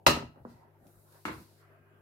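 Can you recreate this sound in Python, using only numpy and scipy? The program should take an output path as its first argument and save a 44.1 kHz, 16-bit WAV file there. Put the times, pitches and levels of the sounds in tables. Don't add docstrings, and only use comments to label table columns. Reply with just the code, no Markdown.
import sys
import numpy as np
from scipy import signal
from scipy.fft import rfft, irfft, next_fast_len
from scipy.io import wavfile
from scipy.ndimage import uniform_filter1d, map_coordinates

SR = 44100
rng = np.random.default_rng(int(sys.argv[2]) if len(sys.argv) > 2 else 0)


def int16_out(signal):
    q = np.round(np.clip(np.atleast_2d(signal).T, -1, 1) * 32767)
    wavfile.write(sys.argv[1], SR, q.astype(np.int16))


def rack_gain(trim_db):
    fader = np.asarray(trim_db, float)
    return 10 ** (fader / 20)


N = 88729
SIDE = np.array([[.5], [-.5]])


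def unit(x):
    return x / np.sqrt(np.mean(x ** 2) + 1e-20)


def along(points, hz):
    f, v = np.transpose(points)
    return np.interp(np.log(hz + 1), np.log(f + 1), v)


def wobble(rate):
    knots = rng.standard_normal(int(N * rate / SR) + 4)
    return map_coordinates(knots, [np.arange(N) * rate / SR])


def filtered(x, response):
    m = next_fast_len(N + SR // 10)
    return irfft(rfft(x, m) * response(np.fft.rfftfreq(m, 1 / SR)), m)[..., :N]


def diffuse(pair, colour):
    # frequency in Hz, likeness of the two microphones from 0 to 1.
    alike = [(60, .95), (130, .95), (290, .82), (640, .45), (1400, 0), (15000, 0)]

    def mid_side(hz):
        turn = np.arccos(np.clip(along(alike, hz), -1, 1)) / 2
        return rack_gain(along(colour, hz)) * [np.cos(turn), np.sin(turn)]

    mid, side = filtered(pair, mid_side)
    return np.array([mid + side, mid - side])


def rush(colour, patchy_db):
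    z = signal.stft(rng.standard_normal((2, N)), nperseg=512)[2]
    patches = uniform_filter1d(rng.standard_normal(z.shape[1:]), size=5, axis=0)
    patches = unit(uniform_filter1d(patches, size=10, axis=1))
    noise = signal.istft(z * rack_gain(patchy_db * patches), nperseg=512)[1][:, :N]
    return unit(diffuse(noise, colour))


def swell_db(start, peak, end, edge_db):
    fade_s, gone_db = .08, -40
    times = np.sort([start - fade_s, start, peak, end, end + fade_s])
    return np.interp(np.arange(N) / SR, times, [gone_db, edge_db, 0, edge_db, gone_db])


def resonances(f, rows):
    total = 0
    for k, (centre, width, db) in enumerate(rows):
        ring = 1j * f * SR / np.pi / (centre * centre - f * f + 1j * f * width)
        total = total + (-1) ** k * rack_gain(db) * ring
    return total


def kitchen(x, wet_db):
    # frequency in Hz, time to fall 60 dB in seconds.
    decay = [(100, 0.33), (300, 0.3), (1000, 0.29), (3000, 0.29), (8000, 0.25), (14000, 0.23)]
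    # frequency in Hz, level in dB.
    tiles = [(60, 7.5), (250, 1.5), (1000, -2), (4000, 4.5), (15000, 0)]
    build_s = 0.0017
    hz, t, z = signal.stft(rng.standard_normal((2, SR // 2)), SR, nperseg=256)
    tail = signal.istft(z * rack_gain(-60 * t / along(decay, hz)[:, None]), SR, nperseg=256)[1]
    tail = tail * (1 - np.exp(-(np.arange(tail.shape[1]) / SR / build_s) ** 2))
    start = SR // 20
    tail = diffuse(np.pad(tail, ((0, 0), (start, 0))), tiles)[:, start:]
    return rack_gain(wet_db) * signal.fftconvolve(x, tail / np.linalg.norm(tail[0]), axes=1)[:, :N]


def struck(contacts, body, ring, ring_db, crack_db, wet_db):
    crack_t60_s, crack_low_hz = 0.033, 1800
    least_width_hz, least_width_share = 30, .05
    damped = [(hz, max(w, least_width_hz + least_width_share * hz), db) for hz, w, db in body]
    lasting = [(hz, np.log(1000) / np.pi / t60, db + ring_db) for hz, db, t60 in ring]
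    t = np.arange(SR // 10) / SR
    cracks = rng.standard_normal((len(contacts), 2, len(t))) * rack_gain(crack_db - 60 * t / crack_t60_s)

    def response(f):
        modes = 0.11 * resonances(f, damped + lasting)
        thin = (1j * f / (crack_low_hz + 1j * f)) ** 2
        total = 0
        for (s, db, hard_hz, lag_ms, pan_db), crack in zip(contacts, cracks):
            arrival = np.exp(-2j * np.pi * f * (s + SIDE * lag_ms / 1000))
            push = -rack_gain(db + SIDE * pan_db) * arrival / (1 + 1j * f / hard_hz) ** 2
            body_sound = modes * SR / (2 * np.pi * (1000 + hard_hz))
            total = total + push * (body_sound + thin * rfft(crack, 2 * len(f) - 2))
        return total

    direct = filtered(np.arange(N) == 0, response)
    return direct + kitchen(direct[1:], wet_db)


def fridge():
    # frequency in Hz, rms level in dB, left-right difference in dB.
    hum = [(100.2, -62, 6), (150.4, -69.5, 5), (350, -77, -5), (400, -78.5, -2)]
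    unsteady_db, knots_per_s, drift_rad = 1.2, 14, .4
    t = np.arange(N) / SR
    lines = 0
    for hz, db, pan_db in hum:
        level = rack_gain(db + unsteady_db * wobble(knots_per_s) + SIDE * pan_db)
        lines = lines + np.sqrt(2) * level * np.sin(2 * np.pi * hz * t + drift_rad * wobble(knots_per_s))
    return lines


def room_air():
    # frequency in Hz, level in dB per Hz.
    rumble = [(15, -53), (25, -24.5), (48, -8.5), (97, -16), (221, -16.5), (362, -16), (547, -21),
              (600, -25), (780, -57.5), (1320, -120)]
    return rack_gain(-65.5) * rack_gain([[1.5], [-1.5]]) * rush(rumble, patchy_db=5.0)


def microphone_hiss():
    # frequency in Hz, level in dB per Hz.
    hiss = [(1500, -38.5), (2500, -6), (5000, -11), (9000, -11.5), (12000, -1.5), (15500, -6.5)]
    return rack_gain(-81.5) * rush(hiss, patchy_db=2.33)


def stir():
    # time in seconds, handling level in dB, share of the brighter slide from 0 to 1.
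    moves = [(0, -70, 0.03), (.3, -71, 0.5), (.38, -62.5, 0.45), (.44, -68, 0), (.5, -58, 0.35),
             (.6, -59, 0.16), (.7, -64, 0.35), (.9, -65, 0.38), (1.03, -71.5, 0.48), (1.16, -60, 0.46),
             (1.23, -69.5, 0.63), (1.5, -69, 0.33), (1.62, -65, 0.99), (2.01, -67.5, 0.8)]
    # frequency in Hz, level in dB per Hz.
    dull_colour = [(240, -31.5), (400, -2), (426, -22), (480, -4), (922, -3.5), (1060, -13), (3500, -39.5),
                   (4550, -66), (7700, -120)]
    slide_colour = [(240, -28.5), (400, -3.5), (454, -23.5), (624, -1.5), (812, -13.5), (1360, -7.5),
                    (1800, -13), (3500, -30), (4550, -58), (7700, -120)]
    s, db, share = np.transpose(moves)
    t = np.arange(N) / SR
    slide = np.interp(t, s, share)
    rub = (1 - slide) * rush(dull_colour, patchy_db=4.0) + slide * rush(slide_colour, patchy_db=2.5)
    return rack_gain(np.interp(t, s, db) + 1.3 * wobble(25)) * rub


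def sleeve():
    # start, peak and end in seconds, level in dB, share of fine cloth from 0 to 1.
    strokes = [
        (0.457, 0.501, 0.64, -69, 0.01),
        (0.79, 0.879, 1.42, -68.5, .9),
        (0.933, 1.033, 1.26, -76, .9),
        (1.068, 1.148, 1.44, -65.5, 0.5),
        (1.28, 1.33, 1.6, -58.5, 0.45),
        (1.36, 1.43, 1.5, -70.5, .6),
        (1.536, 1.604, 1.74, -73, .3),
    ]
    # frequency in Hz, level in dB per Hz.
    coarse_colour = [(1470, -35), (2500, -8.5), (3280, -9), (4510, -2.5), (6500, -10), (12700, -10.5),
                     (16000, -17)]
    fine_colour = [(1470, -52), (2500, -18.5), (3570, -23), (3830, -3), (4370, -14), (12200, 1),
                   (16000, -7)]
    coarse = rush(coarse_colour, patchy_db=-0.7)
    fine = rush(fine_colour, patchy_db=1.1)
    cloth = 0
    for start, peak, end, db, share in strokes:
        level = rack_gain(db + swell_db(start, peak, end, edge_db=-15))
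        cloth = cloth + level * (share * fine + (1 - share) * coarse)
    return rack_gain(0.73 * wobble(27)) * cloth


def scuffs_and_whine():
    # three times in seconds for start, peak and end (sorted together with the fades, so the middle #
    # one peaks), level in dB, resonance in Hz, its width in Hz.
    rubs = [
        (0.44, .5, 0.67, -75.5, 1950, 149.2),
        (0.57, 0.77, 0.57, -70, 900, 120),
        (0.37, .37, 0.45, -86.5, 1900, 81),
        (1.17, 1.07, 1.22, -67, 970, 180),
        (1.6, 1.85, 2.3, -75.5, 1600, 50),
        (1.55, 1.62, 1.8, -79, 2000, 300),
        (1.5, 2, 2.9, -88, 2880, 60),
        (1.72, 1.86, 2.05, -80, 2500, 200),
    ]
    total = 0
    for start, peak, end, db, hz, width in rubs:
        noise = rng.standard_normal((2, N))
        rub = unit(filtered(noise, lambda f: resonances(f, [(hz, width, 0)]) ** 2))
        total = total + rack_gain(db + swell_db(start, peak, end, edge_db=-8)) * rub
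    return total


def worktop():
    # time in seconds, force in dB, hardness in Hz, left lag in ms, left-right difference in dB.
    booms = [
        (.066, -14.5, 200, 0.083, 3.5),
        (.135, -22, 200, 0.092, 4),
        (.24, -32, 198, 0.088, 2.5),
        (.405, -38.5, 200, 0.11, 2),
        (.49, -44, 300, .1, 1),
        (.54, -44, 300, 0.092, 2),
        (1.256, -35, 201, 0, 4),
        (1.31, -39, 199.7, 0.0047, 1),
        (1.365, -36, 200, 0, 2.5),
    ]
    # frequency in Hz, width in Hz, level in dB.
    cabinet = [(61, 30, -1.5), (86, 32, -1.5), (120, 41, -1.5)]
    return struck(booms, cabinet, [], 0, crack_db=-120, wet_db=-8.5)


def ticks():
    # time in seconds, force in dB, hardness in Hz, left lag in ms, left-right difference in dB.
    taps = [
        (.868, -49, 12000, 0.081, -2),
        (1.124, -50.5, 14400, 0.042, -9),
    ]
    return struck(taps, [], [], 0, crack_db=-8.5, wet_db=-5)


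def hand_thuds():
    # time in seconds, force in dB, hardness in Hz, left lag in ms, left-right difference in dB.
    thuds = [
        (.172, -25.5, 302, 0.086, 2),
        (.232, -34.5, 300, -0.0047, 7),
        (.372, -47, 306, .1, 4.5),
        (.398, -38.5, 120, 0.11, 5),
        (.4506, -31, 1508, 0.25, -0.5),
        (.4585, -38, 350, 0.12, 2.5),
        (.4705, -40.5, 298, 0.078, 3),
        (.545, -44.5, 123, 0.16, 10),
        (1.362, -42.5, 97, -0.18, -13.5),
    ]
    # frequency in Hz, width in Hz, level in dB.
    glass = [(154, 104, -1.5), (257, 69.5, 3), (518, 150, 3.5), (1010, 265, 6.5), (1640, 560, 2)]
    return struck(thuds, glass, [], 0, crack_db=-28, wet_db=-4)


def pan_set_down():
    # time in seconds, force in dB, hardness in Hz, left lag in ms, left-right difference in dB.
    landings = [
        (1.2531, -17.5, 2080, -0.16, 3.5),
        (1.2556, -36, 10900, -0.087, -7),
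        (1.2806, -27.5, 1000, -0.11, -16.5),
        (1.2825, -27, 608, -0.099, -3),
        (1.305, -39, 500, -0.14, -10),
        (1.271, -32.5, 303, -0.08, -2.5),
        (1.382, -35, 400, -0.076, 3),
        (1.397, -37.5, 400, -0.035, 3),
    ]
    # frequency in Hz, width in Hz, level in dB.
    pan_body = [(200, 257, -1.5), (310, 153, -2.5), (496, 270, -21.5), (613, 520, -15), (1000, 188, 1),
                (1350, 154, 4), (1700, 950, 11.5), (2260, 200, 3.5), (2770, 270, -0.5), (4570, 900, -28)]
    # frequency in Hz, level in dB, time to fall 60 dB in seconds.
    pan_ring = [(150, -20, 0.3), (314.7, 2, 0.11), (470, -10.5, .2), (1110, -9, 0.19)]
    return struck(landings, pan_body, pan_ring, -22.5, crack_db=-6, wet_db=3)


def pan_clatter():
    # time in seconds, force in dB, hardness in Hz, left lag in ms, left-right difference in dB.
    knocks = [
        (.0640, -24, 8880, 0.55, -12),
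        (.0650, -1, 4770, 0.38, -2.5),
        (.0673, -3.5, 9000, 0.061, 9.5),
        (.0700, -10.5, 11300, 0.41, 1),
        (.085, -15, 2990, 0.13, 5),
        (.103, -27, 1470, 0.55, 6.5),
        (.168, -28.5, 1520, 0.42, -1),
        (.224, -33, 900, 0.43, 8.5),
        (.359, -48.5, 700, 0.52, -3),
    ]
    # frequency in Hz, width in Hz, level in dB.
    pan_body = [(239, 190, -1), (566, 96, 0), (676.6, 52, -0.5), (950, 63, 1), (1290, 120, 4),
                (1885, 200, 2.5), (2723, 170, 0), (4010, 160, 0.5), (4310, 270, -3), (5127, 100, 2.5),
                (6740, 350, -11.5), (8700, 370, -9), (12140, 580, -12)]
    # frequency in Hz, level in dB, time to fall 60 dB in seconds.
    pan_ring = [(117.7, -8, 0.41), (153.3, -16, 0.48), (241.3, -3, .2), (312, -8, .25), (404.5, -12, 0.36),
                (737, -16.5, 0.15), (928, -17, .25), (1300, -18.5, 0.28), (1970, -19, .3),
                (2720, -17, 0.098), (2820, -14, .3), (2880, -23, .28), (3895, -21, .16),
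                (5237, -20.5, 0.18)]
    return struck(knocks, pan_body, pan_ring, -13, crack_db=-8, wet_db=1)


def scene():
    background = fridge() + room_air() + microphone_hiss()
    movement = stir() + sleeve() + scuffs_and_whine()
    blows = worktop() + ticks() + hand_thuds() + pan_set_down() + pan_clatter()
    return background + movement + blows


def low_pass(x):
    return signal.sosfilt(signal.butter(12, 16000, fs=SR, output="sos"), x)


def record(dry):
    low_cut_hz, top_hz, top_order = 89.7, 16000, 90
    ceiling, knee = .98, 4

    def phone(hz):
        bass_cut = (1j * hz / (low_cut_hz + 1j * hz)) ** 2
        return bass_cut / (1 + (hz / top_hz) ** (2 * top_order))

    thin = filtered(dry, phone)
    rounded = thin / (1 + np.abs(thin / ceiling) ** knee) ** (1 / knee)
    return low_pass(rounded)


dry = scene()
out = record(dry)
int16_out(out)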